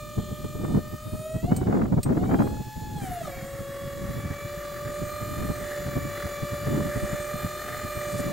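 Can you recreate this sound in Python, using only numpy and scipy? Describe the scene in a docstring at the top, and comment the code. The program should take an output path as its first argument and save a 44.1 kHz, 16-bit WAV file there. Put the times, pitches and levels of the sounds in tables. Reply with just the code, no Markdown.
"""A truck crane swings a hanging load in a yard; gusts buffet the microphone over a low, steady rumble.
At first the gear pump whines evenly. A valve shuts, its lever clicks twice amid the hardest gusts,
and the pump races while the oil runs free. Near 3 s a valve takes up the load: oil rushes in the
lines and the pump labours again. From 3.7 s the crane grows louder and seems closer."""
import sys
import numpy as np
from scipy import signal
from scipy.fft import rfft, irfft, next_fast_len
from scipy.io import wavfile
from scipy.ndimage import uniform_filter1d, map_coordinates

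SR = 44100
rng = np.random.default_rng(int(sys.argv[2]) if len(sys.argv) > 2 else 0)


def master(y):
    """Save y as 16-bit WAV."""
    cut = np.clip(np.atleast_2d(y).T, -1, 1)
    pcm = np.round(cut * 32767)  # scale
    wavfile.write(sys.argv[1], SR, pcm.astype(np.int16))


N = 366912

# background rumble of the yard: (frequency [Hz], relative level [dB])
RUMBLE_SPECTRUM = [(20, 7), (50, 24), (130, 0), (250, -16), (500, -25), (1200, -31), (4000, -92)]
# likeness of left and right at the microphone: (frequency [Hz], correlation [0-1])
YARD_COHERENCE = [(100, 0.86), (1000, 1), (8000, 0.72), (12000, 1)]
WIND_COHERENCE = [(30, 0.56), (120, 0.89), (260, 0.1), (1000, 0.033)]
# wind thumping, tearing and flapping at the microphone's rim: (frequency [Hz], relative level [dB])
BUFFET_SPECTRUM = [(15, -9.5), (30, -12.5), (60, -3), (130, 1), (200, -5.5), (300, -12.5), (500, -24.5),
                   (1000, -33.5), (3000, -86)]
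TEAR_SPECTRUM = [(40, -29), (90, -13.5), (150, 0), (250, 0.5), (340, -4.5), (450, -10), (700, -19.5),
                 (1300, -44), (4000, -89)]
FLAP_SPECTRUM = [(300, -31), (650, 5), (1300, -2), (2200, -15), (4000, -48)]
# gusts on the microphone: (time [s], rise [s], fall [s], peak strength [dB])
WIND_GUSTS = [(.25, 0.12, 0.25, -46), (.71, 0.15, 0.12, -30.5), (1.6, 0.18, 0.16, -32),
              (1.754, 0.063, 0.12, -19.5), (2.1, 0.039, 0.091, -22.5), (2.372, 0.15, 0.15, -22.5),
              (2.92, .12, 0.19, -37.5), (4.2, 0.23, .14, -43), (5.45, 0.17, 0.14, -33.5),
              (5.93, 0.082, 0.19, -38.5), (6.74, 0.068, .15, -26.5), (8.32, .15, 0.23, -30.5)]
# the stronger single puffs: (time [s], relative peak [dB])
WIND_PUFFS = [(.186, -22.5), (0.322, -30.5), (.45, -30), (0.558, -31.5), (.642, -26.5), (0.749, -20.5),
              (.778, -22), (.939, -31.5), (1.068, -33.5), (1.139, -28), (1.356, -25.5), (1.445, -24),
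              (1.522, -19), (1.579, -24.5), (1.622, -23.5), (1.931, -18), (1.982, -18), (2.066, -23.5),
              (2.232, -23.5), (2.331, -23.5), (2.605, -30), (2.772, -33), (3.03, -29.5), (3.433, -36.5),
              (3.605, -34), (3.85, -36), (4.045, -32), (4.172, -31.5), (4.311, -30.5), (4.453, -34.5),
              (4.863, -32.5), (5.027, -30), (5.225, -30.5), (5.424, -27), (5.504, -26.5), (5.884, -32),
              (5.97, -23.5), (6.054, -32), (6.253, -30.5), (6.433, -29.5), (6.531, -30.5), (6.675, -26),
              (6.777, -24.5), (6.861, -27.5), (6.969, -26), (7.038, -27.5), (7.136, -30), (7.348, -32.5),
              (7.45, -28), (7.847, -33), (7.971, -33.5), (8.2, -29), (8.289, -31)]
# the crane grows louder at the microphone, as if closer: (time [s], gain [dB])
CLOSENESS = [(3.7, 0), (4.6, 1.5), (5.45, 4), (6.2, 4.5), (8.32, 6)]
# oil runs through a valve while it stands open: (opens [s], shuts [s], level before CLOSENESS [dB])
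VALVE_OPENINGS = [(-.5, 1.32, -62.5), (2.94, 8.6, -47)]
# oil rushing and hissing in the lines: (frequency [Hz], relative level [dB])
RUSH_SPECTRUM = [(200, -7), (370, 4), (500, -2.5), (620, -5), (700, 0.5), (850, -7), (1000, -14), (1300, 2),
                 (1500, -6), (1780, 4.5), (2050, -3), (2600, -16), (5000, -21), (15000, -21.5)]
HISS_SPECTRUM = [(300, 1), (1000, 6), (2000, 1.5), (2800, 4), (3800, 6), (5300, 3), (6700, 4), (7150, 10),
                 (7600, 3.5), (9000, 0.5), (11500, -6), (13200, -3), (15800, -4.5)]
# short bands of oil hiss, and a brief ring near 700 Hz as the pump slows:
# (time [s], half length [s], centre [Hz], width [Hz], level [dB])
HISS_AND_RING_BANDS = [(.33, 0.21, 3230, 389, -57.5), (1.184, 0.17, 9100, 1370, -54.5),
                       (3.046, 0.043, 8970, 6000, -50), (3.135, 0.036, 11500, 3487, -50),
                       (3.249, 0.036, 6940, 5990, -52.5), (3.277, 0.032, 711, 109.8, -39.5),
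                       (3.358, 0.17, 712, 70, -49.5), (3.357, 0.092, 2260, 119.9, -50.5),
                       (5.73, .06, 1800, 300, -45), (6.93, .05, 1780, 300, -41.5),
                       (8.047, 0.054, 1780, 299.5, -49), (8.13, 0.024, 8000, 6000, -48),
                       (8.185, 0.0084, 8480, 5004, -41.5), (8.203, 0.01, 7800, 5013, -41.5)]
# the lever hitting its stop: (time [s], gain [dB], low cut [Hz])
LEVER_CLICKS = [(1.563, -30, 5400), (2.03, -29, 2480)]
# ring of the lever's steel: (frequency [Hz], relative level [dB], t60 [s])
LEVER_MODES = [(2494, -8, 0.047), (4165, -1, 0.026), (4600, -8, 0.044), (7270, -4, 0.035),
               (8270, -2, 0.083), (11000, -25, .05)]
# the pump's speed: (time [s], tooth rate [Hz])
PUMP_SPEED = [(0, 596), (.6, 598.2), (.97, 604.7), (1.14, 614.8), (1.41, 638.7), (1.5, 726), (1.56, 763),
              (1.68, 737.5), (1.81, 676), (1.9, 584), (2.09, 591), (2.2, 713), (2.27, 762), (2.41, 817),
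              (2.53, 849), (2.8, 859.4), (2.97, 845.5), (3.08, 738.4), (3.2, 688.4), (3.31, 546.6),
              (3.42, 544), (3.49, 553.8), (4.1, 566), (4.24, 575.5), (4.36, 574.6), (4.54, 585.3),
              (4.72, 580.8), (5.15, 592.8), (5.42, 595.8), (6.02, 578), (6.24, 582.5), (6.36, 579.8),
              (6.49, 584.4), (6.61, 583.5), (7.2, 589.3), (7.58, 597.7), (7.76, 597.6), (8.2, 586.5),
              (8.32, 582)]
# resonances of the pump housing and crane column: (centre [Hz], width [Hz], relative level [dB])
HOUSING_MODES = [(3220, 990, -5), (3500, 750, 1.5), (4200, 440, -1.5), (4750, 490, -3), (5910, 240, -5),
                 (6486, 150, 0), (6980, 650, 2.5), (8293, 230, 1.5), (9700, 1100, -7.5), (10650, 280, -4),
                 (11700, 588, -7), (12950, 810, 0), (14180, 440, 0.5), (15400, 400, -12)]
# standing waves that the low harmonics slide through: (centre [Hz], width [Hz], gain [dB])
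STANDING_WAVES = [(556.4, 30, -38), (586.5, 20.4, -39.5), (630, 22.4, -38), (711, 67, -35.5),
                  (809, 130, -41), (1152, 124, -52.5), (1186, 16, -47.5), (1234, 114, -54.5),
                  (1724, 210, -60), (1814, 16, -54), (1922, 38, -53), (2309.6, 38, -49.5),
                  (2377, 44, -56.5)]
# strong tones beside the low harmonics: (harmonic [number], offset [shaft orders], relative level [dB])
SHAFT_SIDEBANDS = [(1, -5, -16), (1, -4, -27.5), (1, -1, -17.5), (2, -1, -12.5), (2, 1, -0.5), (3, 1, -14),
                   (4, 2, -10.5)]

TEETH, TOP_HZ = 13, 15830  # teeth on the pump's gear; the microphone's band limit
FADE_DB = 0.68  # slow random swelling and fading of the whine, deeper for higher harmonics


def amp(db):
    return 10 ** (np.asarray(db) / 20)


def unit_rms(x):
    return x / np.sqrt(np.mean(x ** 2) + 1e-20)


def over_frequency(points, hz):
    """Join (frequency, value) points on a log axis."""
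    knots_hz, values = np.transpose(points)
    return np.interp(np.log(hz + 1), np.log(knots_hz + 1), values)


def over_time(points):
    """Join (time, value) points, one value a sample."""
    return np.interp(np.arange(N) / SR, *np.transpose(points))


def wobble(rate):
    """A smooth random curve, rate knots a second."""
    steps = np.arange(0, N + 32, 32)
    knots = rng.standard_normal(int(N * rate / SR) + 4)
    return np.interp(np.arange(N), steps, map_coordinates(knots, [steps * rate / SR]))


def held(on_s, off_s, attack_s, release_s):
    """Rises from 0 to 1 after on_s, holds, and falls after off_s."""
    t = np.arange(N) / SR
    return np.clip((t - on_s) / attack_s, 0, 1) * np.clip(1 - (t - off_s) / release_s, 0, 1)


def swell(peak_s, rise_s, fall_s):
    """A bell curve that reaches 1 at peak_s."""
    t = np.arange(N) / SR - peak_s
    near, out = (t > -4 * rise_s) & (t < 4 * fall_s), np.zeros(N)
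    out[near] = np.exp(-(t[near] / np.where(t[near] < 0, rise_s, fall_s)) ** 2)
    return out


def filtered(x, response):
    """Shape x by a gain that depends on frequency."""
    size = next_fast_len(N + SR // 4)
    return irfft(rfft(x, size) * response(np.fft.rfftfreq(size, 1 / SR)), size)[..., :N]


def resonances(modes, floor_db, hz):
    """Gain of a set of resonances over a flat floor."""
    power = sum(amp(db) ** 2 / (1 + (2 * (hz - centre) / width) ** 2) ** 2
                for centre, width, db in modes)
    return np.sqrt(amp(floor_db) ** 2 + power)


def stereo_noise(spectrum, coherence):
    """Coloured noise of rms 1, built as a mid-side pair."""
    def mid_side_gains(hz):
        spread = np.arccos(np.clip(over_frequency(coherence, hz), -1, 1)) / 2
        return amp(over_frequency(spectrum, hz)) * [np.cos(spread), np.sin(spread)]
    mid, side = filtered(rng.standard_normal((2, N)), mid_side_gains)
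    return unit_rms(np.array([mid + side, mid - side]))


def yard_rumble(level_db):
    """The low, steady bed behind everything else."""
    return amp(level_db) * stereo_noise(RUMBLE_SPECTRUM, YARD_COHERENCE)


def eddies(spectrum, steady_s):
    """Turbulence whose strength holds over spans longer than steady_s."""
    air = stereo_noise(spectrum, WIND_COHERENCE)
    power = uniform_filter1d(np.mean(air ** 2, 0), int(steady_s * SR) + 1)
    return air / np.sqrt(np.abs(power) + 1e-6)


def torn_share(strength, half_db=-25, span_db=5.5):
    """The share of the wind that tears: half of it at a strength of half_db."""
    return 1 / (1 + np.exp((half_db - 20 * np.log10(strength)) / span_db))


def wind(breeze_db=-44.5, puff_db=2.5, lumpy_db=3, tear_db=1, flap_db=-14, rip_db=5):
    """Right on the microphone: eddies thump, fast gusts tear into a brighter roar, hard puffs flap."""
    gusts = amp(breeze_db) + sum(amp(db) * swell(s, rise, fall) for s, rise, fall, db in WIND_GUSTS)
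    puffs = sum(amp(db + puff_db) * swell(s, rise_s=0.014, fall_s=0.019) for s, db in WIND_PUFFS)
    torn = torn_share(gusts + 0.08 * puffs)
    force = np.maximum(gusts * amp(lumpy_db * (1.5 - torn) * wobble(40)), puffs)
    thump = (1 - torn) * eddies(BUFFET_SPECTRUM, steady_s=0.0238)
    roar = np.sqrt(torn) * amp(tear_db) * eddies(TEAR_SPECTRUM, steady_s=0.0205)
    flap_gain = torn_share(gusts + 0.18 * puffs) * amp(flap_db + rip_db * wobble(140))
    flap = flap_gain * stereo_noise(FLAP_SPECTRUM, WIND_COHERENCE)
    return force * (thump + roar + flap)


def yard_reverb(direct, t60_s=0.33, gap_s=0.004, dull_hz=9000):
    """Walls and the truck's flank answer briefly, differently left and right."""
    t = np.arange(SR // 3) / SR
    tail = rng.standard_normal((2, len(t))) * amp(-60 * t / t60_s) * (t > gap_s)
    wet = signal.fftconvolve(direct[None], tail / np.linalg.norm(tail[0]), axes=1)[:, :N]
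    return filtered(wet, lambda hz: 1 / (1 + (hz / dull_hz) ** 2))


def wall_whine(shaft, delay_s=0.035):
    """Off the walls the whine comes late and blurred, in opposite phase at the two microphone ports."""
    late = shaft - np.gradient(shaft) * SR * delay_s
    echo = gear_whine(late, blur_hz=49, waver_db=-0.2, shudder_db=7, racing_db=6, floor_db=-58)
    return echo * np.array([[1], [-1]])


def oil_flow(shaft, throb=0.13, grain=0.35, sputter_db=1.7, surge_db=1.47, hiss_db=-55, jet_db=-10):
    """Oil surges through the open valve, pulsing each turn; its hiss follows pump speed and effort."""
    flow = sum(amp(db) * held(opens, shuts, attack_s=0.13, release_s=0.18)
               for opens, shuts, db in VALVE_OPENINGS)
    flow = flow * amp(over_time(CLOSENESS))
    rush = stereo_noise(RUSH_SPECTRUM, YARD_COHERENCE) * (1 + throb * np.sin(shaft))
    rush = unit_rms(rush * amp(sputter_db * wobble(110) + surge_db * wobble(9)))
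    hiss = unit_rms(stereo_noise(HISS_SPECTRUM, YARD_COHERENCE) * (1 + grain * np.sin(TEETH * shaft)))
    octaves = np.log2(over_time(PUMP_SPEED) / PUMP_SPEED[0][1])
    pump_hiss = amp(hiss_db + 0.18 * effort_db() + 5 * octaves)
    return flow * rush + np.hypot(pump_hiss, amp(jet_db) * flow) * hiss


def hisses_and_ring():
    """Short bands of oil hiss, and a brief ring near 700 Hz as the pump slows."""
    t, out = np.arange(N) / SR, np.zeros(N)
    for s, half_s, centre_hz, width_hz, db in HISS_AND_RING_BANDS:
        white = rng.standard_normal(N)
        band = filtered(white, lambda hz: 1 / (1 + ((hz - centre_hz) / width_hz * 2) ** 2))
        out += amp(db) * np.exp(-((t - s) / half_s) ** 2) * unit_rms(band)
    return out


def valve_lever(scrape_t60_s=0.047, rise_s=0.0014, bounce_s=0.007, bounce_gain=0.39):
    """The lever hits its stop and bounces: a scrape and a short steel ring."""
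    t, out = np.arange(SR // 4) / SR, np.zeros(N)
    for s, db, low_cut_hz in LEVER_CLICKS:
        low_cut = signal.butter(2, low_cut_hz, 'high', fs=SR, output='sos')
        for delay, gain in ((0, 1), (bounce_s, bounce_gain)):
            ring = sum(amp(level - 60 * t / t60) * np.sin(2 * np.pi * (hz * t + rng.random()))
                       for hz, level, t60 in LEVER_MODES)
            scrape = amp(-60 * t / scrape_t60_s) * rng.standard_normal(len(t))
            contact = (ring + scrape) * (1 - np.exp(-t / rise_s))
            out[round((s + delay) * SR):][:len(t)] += amp(db) * gain * signal.sosfilt(low_cut, contact)
    return out


def effort_db(slack_db=-14):
    """The pump loses pressure when the first valve shuts and recovers after the second lever click."""
    return slack_db * held(VALVE_OPENINGS[0][1], LEVER_CLICKS[1][0], attack_s=0.57, release_s=0.39)


def shudder(steady=0.12, per_octave_s=0.381, inertia_s=0.15):
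    """The pump runs rougher the faster its speed changes."""
    octaves_per_s = np.abs(np.gradient(np.log2(over_time(PUMP_SPEED)))) * SR
    return steady + per_octave_s * uniform_filter1d(octaves_per_s, int(inertia_s * SR) + 1)


def shaft_angle(flutter=0.001515):
    """The pump shaft's angle in radians; its speed trembles with the shudder."""
    tooth_hz = over_time(PUMP_SPEED) * (1 + flutter * shudder() * wobble(70))
    return 2 * np.pi * np.cumsum(tooth_hz / TEETH) / SR


def shaft_tone(shaft, order):
    """A sine at a multiple of the shaft speed, silent above the audible range."""
    audible = order * np.gradient(shaft) < 0.9 * np.pi
    return np.sqrt(2) * audible * np.sin(order * shaft + rng.uniform(0, 2 * np.pi))


def housing_buzz(shaft, level_db=-52.5, strain_db=3.5, uneven=0.24, ripple_db=2.2, flicker_db=1.65):
    """Upper harmonics slide through the housing's resonances; unequal teeth pattern each turn."""
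    turn = np.linspace(0, 2 * np.pi, 512, endpoint=False)
    place = (shaft / (2 * np.pi) * len(turn)).astype(int) % len(turn)
    offsets = np.delete(np.arange(-6, 7), 6)  # six shaft orders either side of a harmonic
    hz = np.arange(0, SR / 2, 10)
    body = resonances(HOUSING_MODES, floor_db=-10.5, hz=hz) * (hz < TOP_HZ)
    # standing waves ripple the response, so a gliding harmonic fades in and out
    body = body * amp(ripple_db * map_coordinates(rng.standard_normal(len(hz)), [hz / 30]))
    tooth_phase = TEETH * shaft + 0.022 * wobble(300)  # slight jitter
    tooth_hz, out = over_time(PUMP_SPEED), np.zeros(N)
    for k in range(5, 28):
        sidebands = uneven / np.abs(offsets) ** 0.88 * np.exp(2j * np.pi * rng.random(len(offsets)))
        pattern = 1 + sidebands @ np.exp(1j * np.outer(offsets, turn))
        harmonic = np.abs(pattern)[place] * np.sin(k * tooth_phase + np.angle(pattern)[place])
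        out += np.interp(k * tooth_hz, hz, body) * amp(flicker_db * wobble(18)) * harmonic
    return amp(level_db + effort_db() + strain_db * np.tanh(shudder())) * unit_rms(out)


def gear_whine(shaft, blur_hz, waver_db, shudder_db, racing_db, floor_db):
    """The four lowest tooth harmonics swell on standing waves and beat with nearby shaft orders."""
    tooth_hz, hz = over_time(PUMP_SPEED), np.arange(4000)
    depth_db = waver_db + shudder_db * shudder()
    response = uniform_filter1d(resonances(STANDING_WAVES, floor_db, hz), blur_hz + 1)
    levels = {}
    for k in range(1, 5):
        swing_db = effort_db() + depth_db * wobble(60) + FADE_DB * k * wobble(4)
        levels[k] = np.interp(k * tooth_hz, hz, response) * amp(swing_db)
    out = sum(level * shaft_tone(shaft, k * TEETH) for k, level in levels.items())
    beating_db = np.interp(tooth_hz, [610, 800], [0, racing_db])  # sideband gain as the pump races
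    for k, offset, db in SHAFT_SIDEBANDS:
        level = levels[k] * amp(db + beating_db + waver_db * wobble(9.5))
        out += level * shaft_tone(shaft, k * TEETH + offset)
    return out


def scene():
    """From the yard: the pump in the centre, the walls around it, wind on the microphone."""
    shaft, closeness = shaft_angle(), amp(over_time(CLOSENESS))
    whine = gear_whine(shaft, blur_hz=0, waver_db=0.44, shudder_db=5, racing_db=-8.5, floor_db=-62.5)
    crane = closeness * (whine + housing_buzz(shaft)) + hisses_and_ring() + valve_lever()
    walls = amp(-15.5) * yard_reverb(crane) + amp(-20) * closeness * wall_whine(shaft)
    return crane + walls + oil_flow(shaft) + wind() + yard_rumble(level_db=-51.5)


def record(dry):
    """The camera adds its thin line-scan whistle and keeps nothing above the band limit."""
    t = np.arange(N) / SR
    whistle = amp(-63) * np.sin(2 * np.pi * 15625 * t) * (1 + 0.85 * np.sin(2 * np.pi * 50 * t))
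    return filtered(dry + whistle, lambda hz: hz < TOP_HZ)


dry = scene()
out = record(dry)
master(out)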